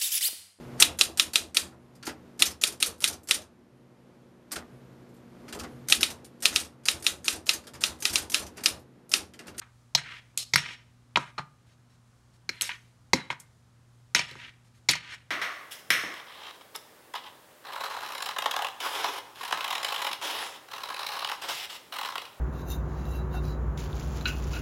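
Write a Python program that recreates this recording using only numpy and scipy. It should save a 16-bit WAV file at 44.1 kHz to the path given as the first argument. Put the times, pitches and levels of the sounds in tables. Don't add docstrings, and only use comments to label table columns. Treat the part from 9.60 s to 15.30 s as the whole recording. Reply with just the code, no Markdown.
import sys
import numpy as np
from scipy import signal
from scipy.fft import rfft, irfft
from scipy.io import wavfile
from scipy.ndimage import uniform_filter1d

SR = 44100
rng = np.random.default_rng(int(sys.argv[2]) if len(sys.argv) > 2 else 0)


def bounce(signal):
    frames = np.transpose(np.atleast_2d(signal))
    limited = np.clip(frames, -1, 1)
    pcm = np.round(limited * 32767).astype(np.int16)
    wavfile.write(sys.argv[1], SR, pcm)


N = 251590


def undb(db):
    return 10 ** (np.asarray(db) / 20)


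def level(x, db):
    return x * undb(db) / np.sqrt(np.mean(x ** 2))


def band(x, lo_hz, hi_hz, order=2):
    if lo_hz:
        x = signal.sosfilt(signal.butter(order, lo_hz, "high", fs=SR, output="sos"), x)
    if hi_hz:
        x = signal.sosfilt(signal.butter(order, hi_hz, fs=SR, output="sos"), x)
    return x


def ring(modes, freedom, gain_db=0, phase=0, size=12000):
    hz, db, t60 = np.transpose(modes)[:, :, None]
    t = np.arange(size) / SR
    fade = np.exp(-np.log(1000) * t / (t60 * freedom))
    tones = undb(db + gain_db) * fade * np.sin(2 * np.pi * hz * t + phase)
    return tones.sum(axis=0)


def walk(rate):
    k = int(SR / rate)
    steps = np.repeat(rng.standard_normal(N // k + 1), k)
    smooth = uniform_filter1d(uniform_filter1d(steps, k), k)
    return 1.3 * smooth[:N]


# frequency in Hz, relative level in dB, time in seconds to fall 60 dB when free.
COUNTER_MODES = [(96, -17, 0.1), (142.7, -7, 0.28), (168.4, -5.5, 0.17), (179, -21.5, .1), (259, -14, 0.12),
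                 (321, -16, .1), (361.1, -7, 0.044), (525, -17, 0.1)]
DISH_MODES = [(684, -26.5, 0.027), (860, -8.5, 0.061), (968, -0.5, 0.097), (1090, -10, .06),
              (1212, -7.5, 0.33), (1305, -6, 0.21), (1420, -10, 0.21), (1617, -2.5, 0.059), (1642, -9, .06),
              (1886.6, -5.5, .07), (2090, -4.5, 0.094), (1957, -2.5, .08), (2142, 1, 0.096),
              (2322.5, -7.5, 0.057), (2386, -0.5, .1), (2546, -2.5, .07), (2746, -7.5, 0.099),
              (2862, -5, 0.1), (3045, -3.5, 0.09), (3016, -10.5, 0.098), (3300, -4.5, 0.15),
              (3395, -12.5, .07), (3635, -11.5, 0.059)]
CLAW_MODES = [(3805, -5.5, .13), (4000, -6, 0.15), (4206, -2.5, .13), (4514, -6, .12), (4910, -12, .1),
              (5090, -9.5, .13), (5355, -9, 0.061), (5494, -8.5, 0.15), (5540, -8, .2), (6200, -12, .07),
              (6380, -11, .07), (6413, -8.5, 0.11), (6710, -12, 0.12), (7080, -12, .1), (7760, -12.5, .1),
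              (8600, -12, 0.17), (9220, -15.5, 0.12), (9770, -17, 0.099), (10240, -18.5, .09),
              (10800, -20.5, 0.069)]
KNOCK_EDGES_HZ = (70, 220, 600, 1500, 3200, 7000, 13000)
# time in seconds, dish-wall peak in dB before the final shaping,
# then thud, dish bottom, dish body, claw ring and tick in dB relative to that peak,
# favoured notes of dish body, dish wall and claw in Hz, contact time in milliseconds.
KNOCKS = [(0.0167, -46.5, -16, -14.5, 5.5, -30, -14, 1210, 2430, 4170, 6.9),
          (0.3502, -8, -28.5, -39.5, -9.5, 3.5, -8.5, 1010, 2340, 4115, 6.4),
          (0.741, -68, 3.5, 9, 7.5, -6, -17, 800, 1750, 4000, 19),
          (0.7764, -35, -36, -50, -9, 18.5, 23.5, 1354, 2580, 4600, 1.5),
          (0.9362, -9.5, -22, -22.5, -10.5, 1, -14, 1300, 2100, 3620, 9.6),
          (0.9589, -1.5, -32.5, -53, -17, 1.5, -8, 967, 2310, 5520, 3.7),
          (1.0601, -29.5, -26.5, -37, -18, -18, -33, 966, 2210, 3850, 7.3),
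          (1.5588, -8.5, -27.5, -35, -3.5, -25.5, -27, 1436, 2970, 3800, 5.3),
          (1.5712, -20.5, -14.5, -6, 8, -1.5, -22, 943, 1880, 3800, 6.2),
          (1.7805, -28.5, -18.5, -13, 4, -18.5, -24, 786, 1730, 4220, 14.2),
          (1.793, -35.5, -5, -25, 7.5, -25.5, -24.5, 920, 1700, 4470, 2),
          (2.8921, -17.5, -31, -22, -15, 1, -11.5, 960, 2326, 4150, 4.8),
          (3.0117, -24.5, -41, -28, -19, 11, 9.5, 960, 2830, 6130, 2.6),
          (3.0206, -23, -33, -28, -26, 2.5, 11, 1240, 2500, 6380, 1.8),
          (3.0924, -20, -55, -41, -9, -5.5, -19, 970, 1620, 4600, 6.4),
          (3.1168, -27.5, -45, -45, -38, -18, -35, 1440, 2090, 4200, 3.8),
          (3.5333, -3, -19, -14, -4.5, -2.5, -15.5, 856, 2103, 3940, 6.5),
          (3.703, -18, -23.5, -22, -2, -17, -29, 990, 2120, 4200, 5),
          (3.7278, -28.5, -36.5, -24.5, -3, -6, -24.5, 977, 2030, 3850, 3.9),
          (3.7998, -49.5, -4.5, -8, -15.5, 5.5, 12, 980, 1930, 7190, 9.1),
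          (4.5488, -6, -35, -27, -13, -0.5, -11.5, 1196, 2430, 5355, 5.4),
          (4.593, -14, -28.5, -38, -6, -3.5, -20, 1300, 2410, 4500, 4.9),
          (4.7125, -40, -7, -5.5, -27, 4.5, -4, 960, 1970, 4020, 3.3),
          (4.7549, -47, 0, 2.5, 9, 2, -10, 860, 2280, 4080, 1.9),
          (5.288, -5.5, -26.5, -26, -12, 1.5, -11, 1213, 2330, 4374, 10),
          (5.311, -25.5, -43, -21, -39, 9, 7, 1460, 2480, 5600, 4.5),
          (5.3351, -17.5, -26, -40, -24, -4.5, -28, 1500, 1920, 4200, 4.2),
          (5.3531, -24.5, -23, -26, -4.5, -0.5, -12, 1500, 2310, 4170, 8.1),
          (5.5405, -42, -21.5, -26, -3, 0, -13, 762, 2630, 6650, 3.8)]
FREEDOM = 0.85
TINE_DB, TINE_T60_S, TINE_BLUR_HZ = -38, 0.45, 70


def knocks(crack_db=7.5, tail_db=-17.5, favour_db=7.5, favour_width=0.03, rattle_db=-11.0, rattle_s=0.018):
    size = 12000
    out, t = np.zeros(N + size), np.arange(size) / SR
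    modes = DISH_MODES + CLAW_MODES
    hz = np.array(modes)[:, :1]
    chance = rng.standard_normal((len(KNOCKS), 2, size))
    for row, (crack_noise, luck_noise) in zip(KNOCKS, chance):
        s, db, thud, bottom, body, claw, tick, *notes_hz, contact_ms = row
        near = sum(np.exp(-(np.log(hz / note) / favour_width) ** 2) for note in notes_hz)
        luck_db, luck_phase = 2 * luck_noise[:2 * len(modes)].reshape(2, -1, 1)
        rung = ring(modes, FREEDOM, favour_db * near + luck_db, luck_phase)

        contact = 1000 * t / contact_ms
        chatter = np.exp(-contact ** 1.2)
        rattle = undb(rattle_db) * np.exp(-t / rattle_s)
        noise = crack_noise * (undb(crack_db) * chatter + rattle)
        blow = rung * (chatter + undb(tail_db)) + band(noise, 700, 6400, order=1)
        blow *= np.minimum(contact / 0.23, 1)

        under = ring(COUNTER_MODES, FREEDOM, luck_phase[:len(COUNTER_MODES)])
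        under *= np.minimum(t / .004, 1)

        sources = (under, under, blow, blow, blow, blow)
        edges = zip(sources, KNOCK_EDGES_HZ, KNOCK_EDGES_HZ[1:])
        parts = [band(x, lo, hi, order=3) for x, lo, hi in edges]
        gains_db = db + np.array([thud, bottom, body, 0, claw, tick])

        blur = level(band(luck_noise, 0, TINE_BLUR_HZ), TINE_DB)
        buzz = blur * ring([(notes_hz[-1], 0, TINE_T60_S)], 0.89)
        parts[4] = parts[4] / np.abs(parts[4]).max() + buzz

        start = max(int((s - .001) * SR), 0)
        out[start:start + size] += sum(undb(g) * p / np.abs(p).max() for g, p in zip(gains_db, parts))
    return out[:N]


# dish rub in dB, claw ring in dB, thin steel hiss in dB;
# then rub trend in dB per second, hollow note in Hz.
DRAGS = [(0.012, 0.22, -59, -66, -81, -250, 1300), (0.369, 0.08, -41.5, -38, -71, -300, 1970),
         (0.431, 0.11, -60.5, -74.5, -94, 55, 1800), (0.543, 0.043, -62.5, -76, -82, 49, 2070),
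         (0.773, 0.057, -70, -39, -42.5, -42, 1300), (0.967, 0.09, -40, -34.5, -57.5, -220, 2170),
         (1.034, 0.1, -55.5, -63.5, -85.5, 43, 2100), (1.587, 0.115, -55, -54.5, -64.5, -100, 1484),
         (1.777, 0.079, -49, -48.5, -65, -400, 1520), (2.059, 0.076, -85.5, -77.5, -81.5, -9.5, 2000),
         (2.292, 0.066, -87, -78.5, -84, -11, 2000), (2.729, 0.035, -86.5, -78, -79.5, -10, 2030),
         (2.91, 0.11, -64, -76.5, -71, -12, 2000), (3.011, 0.065, -52.5, -43, -43.5, -27.5, 2040),
         (3.09, 0.065, -47.5, -54.5, -77.5, -180, 1760), (3.547, 0.16, -47, -43, -54, -190, 1590),
         (3.7, 0.066, -39, -40.5, -72, -500, 1550), (3.794, 0.069, -75.5, -84, -54.5, -130, 1950),
         (4.551, 0.18, -34, -30, -54.5, -200, 2270), (4.676, 0.11, -62, -65.5, -72, -16, 1930),
         (4.783, 0.11, -58, -71.5, -78, -10, 2040), (5.039, 0.044, -86, -78, -79, -19.5, 2020),
         (5.139, 0.044, -82.5, -75.5, -77.5, -20, 2000), (5.287, 0.36, -35, -30.5, -45, -200, 2170),
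         (5.426, 0.12, -64, -72.5, -100, 94, 1950)]
CATCH_S = 0.011
LIFT_DB_PER_S, CRUMBS_DB, CRUMBS_DB_PER_S = 1200, -14.5, 120
CLAW_SAG, HISS_SAG = 1.4, 3
HOLLOW_OCTAVES, HOLLOW_DB = 0.45, 5


def drags():
    grit_db = np.array([2.5 * walk(150), 2 * walk(150), walk(150)])
    slips = rng.standard_normal((3, N))
    slips *= undb(1.5 * rng.exponential(size=(3, N)) + grit_db)

    glass = level(signal.fftconvolve(slips[0], ring(DISH_MODES, 1.0))[:N], 0)
    claw_ring = level(signal.fftconvolve(slips[1], ring(CLAW_MODES, 0.76))[:N], 3)
    scrape = level(band(slips[1], 2500, 7000, order=3), 0)
    steel = level(claw_ring + scrape, 0)
    thin = level(band(slips[2], 6000, 12000, order=3), 0)

    out = np.zeros(N)
    for start, length, rub_db, claw_db, hiss_db, trend, hollow_hz in DRAGS:
        now = slice(int(start * SR), int((start + length) * SR) + SR // 4)
        t = np.arange(len(out[now])) / SR
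        trend_db = trend * np.minimum(t, length)
        lifted = np.maximum(t - length, 0)
        crumbs = (lifted > 0) * undb(CRUMBS_DB - CRUMBS_DB_PER_S * lifted)
        lift = undb(-LIFT_DB_PER_S * lifted) + crumbs

        lo_hz, hi_hz = hollow_hz * 2 ** (HOLLOW_OCTAVES * np.array([-.5, .5]))
        hollow = level(band(slips[0, now], lo_hz, hi_hz, order=3), HOLLOW_DB)
        rub = undb(rub_db + trend_db) * (glass[now] + hollow)
        metal = undb(claw_db + CLAW_SAG * trend_db) * steel[now]
        metal += undb(hiss_db + HISS_SAG * trend_db) * thin[now]
        out[now] += np.minimum(t / CATCH_S, 1) * lift * (rub + metal)
    return out


ROOM_DB = -16
ROOM_T60_LOW_S, ROOM_T60_HIGH_S = 0.35, 0.15


def room(dry):
    t = np.arange(SR // 2) / SR
    low, high = rng.standard_normal((2, len(t)))
    tail = band(low, 0, 2500) * undb(-60 * t / ROOM_T60_LOW_S)
    tail += band(high, 2500, 9000) * undb(-60 * t / ROOM_T60_HIGH_S)
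    tail *= np.clip((t - .003) / 0.0037, 0, 1)
    strength = np.sqrt(np.mean(band(tail, 730, 4900) ** 2) * len(t) * 7)
    return undb(ROOM_DB) * signal.fftconvolve(dry, tail / strength)[:N]


# frequency in Hz,
# rms level in dB before the waver and the final shaping.
HUM = [(60, -80.5), (120, -66), (240, -78.5)]


def fridge():
    t = np.arange(N) / SR
    hum = np.zeros(N)
    for hz, db in HUM:
        loudness = np.sqrt(2) * undb(db + 1.5 * walk(2.8))
        hum += loudness * np.sin(2 * np.pi * hz * t + 0.17 * walk(1))
    return hum


# frequency in Hz, relative noise level in dB per Hz.
HISS = [(25, -28.5), (55, -16), (100, -10.5), (160, -15.5), (250, -21.5), (400, -27.5), (800, -29),
        (1300, -29), (2200, -36.5), (6700, -38.5), (10000, -42), (15000, -54.5)]
HISS_DB = -68


def hiss():
    hz, db = np.transpose(HISS)
    f = np.maximum(np.fft.rfftfreq(N, 1 / SR), 1)
    colour_db = np.interp(np.log(f), np.log(hz), db, left=-60)
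    air = irfft(rfft(rng.standard_normal(N)) * undb(colour_db), N)
    upper = band(air, 2500, 0)
    swell_db = 1.2 * walk(7)
    return level(air + upper * (undb(swell_db) - 1), HISS_DB)


DULL_HZ = 11500


def scene():
    claws = band(knocks() + drags(), 0, DULL_HZ)
    return (claws + room(claws) + fridge() + hiss())[None]


TOP_HZ = 15600


def record(dry):
    rounded = np.tanh(0.98 * dry) / 0.6
    return signal.sosfilt(signal.ellip(8, .2, 70, TOP_HZ, fs=SR, output="sos"), rounded)


dry = scene()
out = record(dry)
bounce(out)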